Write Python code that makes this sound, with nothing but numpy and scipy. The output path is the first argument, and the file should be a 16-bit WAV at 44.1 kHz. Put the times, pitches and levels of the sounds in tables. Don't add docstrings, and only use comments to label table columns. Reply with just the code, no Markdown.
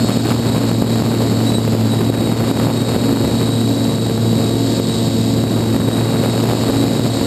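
import sys
import numpy as np
from scipy import signal
from scipy.fft import rfft, irfft, next_fast_len
from scipy.io import wavfile

SR = 44100
rng = np.random.default_rng(int(sys.argv[2]) if len(sys.argv) > 2 else 0)


def wav_record(signal):
    frames = np.transpose(np.atleast_2d(signal))
    bounded = np.clip(frames, -1, 1)
    quanta = np.round(bounded * 32767).astype(np.int16)
    wavfile.write(sys.argv[1], SR, quanta)


def field_ratio(decibels):
    return 10 ** (np.asarray(decibels, dtype=float) / 20)


N = 320166
POLE_ORDER = 28
SWITCH_HZ = 7598


def rms_one(x):
    return x / np.sqrt(np.mean(x ** 2) + 1e-20)


def in_time(rows):
    s, *columns = np.transpose(rows)
    return [np.interp(np.arange(N) / SR, s, c) for c in columns]


def swells(rows):
    s, length, *columns = np.transpose(rows)
    coarse = np.arange(N // 64 + 2) * 64 / SR
    bells = np.exp(-.5 * ((coarse[:, None] - s) / length) ** 2)
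    return [np.interp(np.arange(N) / SR, coarse, bells @ c) for c in columns]


def drift(rate):
    r = np.exp(-2 * np.pi * rate / SR)
    wander = signal.lfilter([1], [1, -2 * r, r * r], rng.standard_normal(N + SR))
    return rms_one(wander[SR:])


def colour(x, spectrum):
    size = next_fast_len(N)
    hz, level_db = np.transpose(spectrum)
    bins = np.log(np.arange(size // 2 + 1) * SR / size + 1)
    gain = field_ratio(np.interp(bins, np.log(hz), level_db))
    return rms_one(irfft(rfft(x, size) * gain, size)[:N])


def turns(hz):
    return 2 * np.pi * (np.cumsum(hz) / SR + rng.random())


def tone(phase, flutter_db, rate):
    return np.sqrt(2) * np.sin(phase) * field_ratio(flutter_db * drift(rate))


def rotor(shaft, orders, flutter_db):
    hum = 0
    for k, db in orders:
        phase = k * shaft + rng.random() * 2 * np.pi
        hum = hum + field_ratio(db) * tone(phase, flutter_db, rate=19.0)
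    return hum


# (time [s], fast hum swell [dB])
THRUST = [(0, -5), (.15, 0), (1.13, -1), (1.35, 2), (1.8, -7), (2.65, 4.5), (2.85, 0.1), (3.3, 2.5),
          (3.58, -1), (3.94, 4.5), (4.25, -2), (4.7, 2.5), (6.0, 1.1), (6.35, -1.5), (6.85, 6), (7.26, 3.5)]


def thrust_swell():
    return in_time(THRUST)[0]


# (time [s], whine [Hz])
NEAR_WHINE = [(0.0, 4342), (0.3, 4372), (1.0, 4402), (1.35, 4397), (1.62, 4430), (1.8, 4480), (2.4, 4395),
              (2.62, 4394), (2.95, 4355), (3.6, 4404), (4.25, 4430), (4.75, 4388), (5.2, 4433), (5.9, 4434),
              (6.2, 4376), (6.7, 4374), (6.9, 4398), (7.26, 4378)]
# (time [s], length [s], whine swell [dB], blade slap swell [dB])
NEAR_BITES = [
    (.07, .1, 5, 0),
    (1.0, .8, 0, -2),
    (3.0, .3, 1.5, 0),
    (4.0, .5, 0, 2.5),
    (4.85, .4, 2, 4),
    (6.65, .08, 2.5, 1),
    (7.2, .1, 2, 2),
]
# (multiple of revolutions [-], level [dB])
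NEAR_ORDERS = [(1, 1.5), (2, -0.9)]
# (multiple of revolutions [-], level [dB])
NEAR_UPPER = [(3, -12.5), (4, -13.5), (6, -20.5), (8, -28.5), (10, -32), (14, -34.5)]


def near_rotor(thrust_db):
    bite_db, slap_db = swells(NEAR_BITES)
    hum_db = -21.5 - 0.32 * thrust_db
    upper_db = -21 + slap_db
    whine_hz = in_time(NEAR_WHINE)[0] + 2.04 * drift(6.9)
    whine_db = -42.5 + bite_db - .065 * (whine_hz - 4400)
    shaft = turns((SWITCH_HZ - whine_hz) / POLE_ORDER)
    whine = turns(whine_hz)
    out = field_ratio(hum_db) * rotor(shaft, NEAR_ORDERS, flutter_db=1.04)
    out += field_ratio(upper_db) * rotor(shaft, NEAR_UPPER, flutter_db=1.0)
    out += field_ratio(whine_db + 3.0) * tone(whine, flutter_db=1.0, rate=36.0)
    out += field_ratio(whine_db - 13) * tone(whine - shaft, flutter_db=2.5, rate=3.0)
    return out, shaft


# (time [s], whine [Hz], whine [Hz], whine [Hz])
FAST_WHINE = [(0.0, 3797, 3810, 3824), (0.35, 3835, 3858, 3887), (1.0, 3855, 3871, 3918),
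              (1.25, 3832, 3855, 3893), (1.8, 3905, 3930, 3975), (1.9, 3870, 3884, 3930),
              (2.2, 3829, 3845, 3858), (2.55, 3808, 3843, 3857), (2.8, 3775, 3800, 3822),
              (3.05, 3820, 3845, 3868), (3.5, 3835, 3860, 3912), (3.9, 3858, 3870, 3890),
              (4.15, 3804, 3822, 3888), (5.2, 3790, 3812, 3868), (5.45, 3822, 3840, 3882),
              (5.8, 3786, 3830, 3855), (6.6, 3813, 3828, 3876), (7.26, 3824, 3858, 3877)]
# (time [s], level [dB], level [dB], level [dB])
FAST_LEVEL = [(0, -47, -38, -45), (.8, -39, -46, -40), (1.5, -47, -37, -47), (2.55, -44, -35, -46),
              (2.8, -44, -46, -36), (3.5, -44, -36, -39), (4.6, -39, -46, -36.5), (5.8, -42, -43, -36.5),
              (6.7, -47, -37, -39), (7.26, -43, -39, -37)]
# (time [s], length [s], whine shift of the slower two motors [Hz], of the fastest [Hz])
CORRECTIONS = [(.25, .05, -8, 8), (.6, .15, -6, 4), (.95, .04, 0, 14), (1.51, .045, 17, 12),
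               (1.635, .035, -42, -18), (2.4, .045, -55, -45), (2.7, .04, -25, -30), (4.35, .05, 8, 9),
               (4.5, .08, 6, -12), (4.73, .04, -6, -14), (5.0, .06, 4, 15), (5.22, .04, 0, -10),
               (5.35, .05, 8, 22), (5.9, .04, 0, -8), (6.04, .04, 0, 15), (6.18, .05, 0, 8),
               (6.28, .04, -8, -22), (6.82, .08, 44, 42)]
# (time [s], length [s], swell [dB])
FLARES = [(0.13, .06, 7), (0.55, .05, 3.5), (0.93, .035, 6), (1.49, .022, 13), (1.522, .008, -8),
          (1.556, .026, 13), (1.78, .07, -7), (1.91, .025, 5), (2.42, .035, -7), (2.52, .05, 3),
          (2.71, .025, -5), (4.93, .06, 3), (5.93, .04, 3), (6.8, .05, 3), (7.18, .04, 2)]
# (multiple of revolutions [-], level [dB])
FAST_ORDERS = [(2, -4.5), (4, -17), (13, -35.5), (14, -36), (15, -34.5)]


def fast_rotors(thrust_db):
    pair_hz, top_hz = swells(CORRECTIONS)
    swell_db, = swells(FLARES)
    shifts_hz = (pair_hz, pair_hz, top_hz)
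    hums_db = (1, -4, -9)
    out = np.zeros(N)
    for hz, shift_hz, whine_db, hum_db in zip(in_time(FAST_WHINE), shifts_hz, in_time(FAST_LEVEL), hums_db):
        hz = hz + shift_hz + 3.76 * drift(9.14)
        spin = turns(hz / POLE_ORDER)
        out += field_ratio(-24 + thrust_db + hum_db) * rotor(spin, FAST_ORDERS, flutter_db=0.5)
        pole = tone(POLE_ORDER * spin, flutter_db=1.75, rate=2.9)
        side = field_ratio(-13) * tone((POLE_ORDER + 1) * spin, flutter_db=2.5, rate=3.0)
        mixed_phase = turns(SWITCH_HZ - hz / 2)
        mixed = field_ratio(-20) * tone(mixed_phase, flutter_db=3.0, rate=20.0)
        out += field_ratio(whine_db + swell_db) * (pole + side + mixed)
    return out


# (time [s], peak level [dB], width [ms], sign [-])
THUMPS = [(0.0468, -0.5, 1.4, -1), (0.1175, -7, 0.93, 1), (0.1727, 3.5, 1.3, 1), (0.3146, -6.5, 1.3, -1),
          (0.7155, -4, 0.55, -1), (0.823, 3.5, 1.1, 1), (1.022, 0, 1.3, -1), (1.206, -7, 1.0, -1),
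          (1.584, 2, 1.16, 1), (1.737, -13, 1.0, 1), (2.101, 2, 1.1, -1), (2.5134, 2.5, 0.83, -1),
          (2.574, -1, 0.78, -1), (2.6003, -4, 0.33, -1), (2.6703, 2, 0.86, -1), (2.9637, 1.5, 1.3, -1),
          (3.1284, -1.5, 1.2, -1), (3.172, -4.5, 0.62, -1), (3.245, -2, 1.5, 1), (4.2547, -7, 1.2, 1),
          (4.7999, 0.5, 1.1, 1), (5.154, -8, 1.6, -1), (5.4392, 0, 1.1, -1), (5.8021, -0.5, 1.4, -1),
          (5.942, -10, 0.77, -1), (6.26, -2, 0.62, 1), (6.513, -7, 0.35, 1), (6.8404, 1.5, 1.1, -1),
          (6.9971, 0, 1.4, -1), (7.2154, -3, 1.9, -1)]


def thumps():
    out = np.zeros(N)
    for s, peak_db, width_ms, sign in THUMPS:
        first = max(round((s - .01) * SR), 0)
        last = min(round((s + .01) * SR), N)
        at = np.arange(first, last)
        u = (at / SR - s) * 1000 / width_ms
        push = np.exp(-np.abs(u) * 1.5)
        rebound = .3 * np.exp(-(u / 2.4) ** 2)
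        out[at] += np.sign(sign) * field_ratio(peak_db) * (push - rebound) / .7
    return out


def eddies(per_s, spread_db):
    sizes = field_ratio(spread_db * np.minimum(rng.exponential(1, N), 4)) * rng.choice([-1, 1], N)
    return sizes * (rng.random(N) < per_s / SR)


# (time [s], turbulence level [dB], blade load level [dB])
AIR = [(0, 1, 2.5), (.6, 3.5, 1), (1.1, 1, -0.3), (1.7, 0.5, 0.5), (2.1, 2.1, -1), (2.9, 2.5, 0),
       (3.3, -0.5, -1.5), (3.8, -1.5, 0), (4.4, -4, -1.7), (4.75, -5, 3), (5.25, -9, 2), (5.5, -1, -1.5),
       (6.1, 2, -0.8), (6.7, 2, 2), (7.26, 0.2, 1.5)]
# (time [s], length [s], swell [dB])
GUSTS = [(.11, 0.028, 6.5), (.18, 0.032, 3.5), (.31, 0.023, 5), (.41, 0.021, -3.5), (.55, .08, -2),
         (.77, .04, -3.5), (1.17, 0.057, -2.5), (1.23, 0.028, 3), (1.41, 0.011, 2), (1.62, 0.048, -0.5),
         (1.99, 0.011, -1), (2.14, 0.009, 4), (2.6, .06, 2.5), (2.94, 0.032, 3.5), (3.0, 0.016, 2.5),
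         (3.41, 0.089, 3), (3.8, 0.047, -1.5), (4.0, 0.017, -3.5), (4.4, 0.073, 4), (4.84, 0.023, 0),
         (5.75, 0.073, 0.5), (5.84, 0.022, -4), (6.24, 0.016, 4), (6.515, 0.039, 4), (6.72, 0.023, 4),
         (6.8, .02, -1), (6.86, .03, 2), (7.06, .015, 3)]
# (frequency [Hz], level per Hz [dB])
BUFFET = [(25, -42), (50, -5), (80, -5.5), (160, 1.5), (300, -2), (500, -12), (900, -28.5), (1500, -41.5)]
# (frequency [Hz], level per Hz [dB])
CRACKLE = [(150, -17.5), (400, 2.5), (700, -1.5), (1200, -7), (1800, -13), (3000, -16.5), (5200, -49),
           (6000, -48)]
# (frequency [Hz], level per Hz [dB])
HISS = [(800, 2), (1800, -7.5), (2600, -5), (3300, -0.5), (4200, 5), (5000, 4), (5500, -2), (5950, -6.5),
        (6400, -40)]


def prop_wash(shaft):
    turbulence_db, load_db = in_time(AIR)
    swell_db, = swells(GUSTS)
    gust = drift(34.0)
    blade = np.sin(shaft + 2.0)
    lumps = rms_one(eddies(per_s=900, spread_db=3.5)) + 0.75 * rng.standard_normal(N)
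    buffet = colour(lumps * field_ratio(1.03 * gust), BUFFET)
    crackle = colour(lumps * field_ratio(1.62 * gust + 3.3 * blade), CRACKLE)
    hiss_db = 0.18 * gust + 0.7 * drift(135) + 1.0 * blade
    hiss = colour(rng.standard_normal(N) * field_ratio(hiss_db), HISS)
    out = field_ratio(-20.5 + 0.062 * turbulence_db + 0.74 * swell_db) * buffet
    out += field_ratio(-30.5 + turbulence_db + swell_db) * crackle
    out += field_ratio(-32 + load_db + 0.67 * swell_db) * hiss
    return out


def scene():
    thrust_db = thrust_swell()
    near, shaft = near_rotor(thrust_db)
    return (near + fast_rotors(thrust_db) + thumps() + prop_wash(shaft))[None, :]


def gain_control(x, knee_db=-7.0, ratio=0.61, release_db_s=48.0, attack_ms=2.2):
    over = ratio * np.maximum(20 * np.log10(np.abs(x) + 1e-9) - knee_db, 0)
    ramp = release_db_s * np.arange(N) / SR
    held = np.maximum.accumulate(over + ramp) - ramp
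    r = np.exp(-1000 / (attack_ms * SR))
    cut_db = signal.lfilter([1 - r], [1, -r], held)
    return x * field_ratio(1.0 - cut_db)


def sample_and_hold(x, idle_db=-68):
    up, down, repeat = 40, 147, 4
    coarse = signal.resample_poly(x, up, down)
    coarse = coarse + field_ratio(idle_db) * (-1.) ** np.arange(len(coarse))
    steps = np.repeat(coarse, repeat)
    return signal.resample_poly(steps, down, up * repeat)[:N]


def top_cut(x):
    return signal.sosfilt(signal.butter(12, 15700, fs=SR, output="sos"), x)


def record(dry):
    capsule = signal.butter(2, 70.0, "high", fs=SR, output="sos")
    levelled = gain_control(signal.sosfilt(capsule, dry[0]))
    limited = levelled / (1 + np.abs(levelled / .99) ** 6) ** (1 / 6)
    held = sample_and_hold(limited)
    band_limit = signal.ellip(12, .2, 50, 15310, fs=SR, output="sos")
    mix = signal.sosfilt(band_limit, held)[None, :]
    return top_cut(mix)


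dry = scene()
out = record(dry)
wav_record(out)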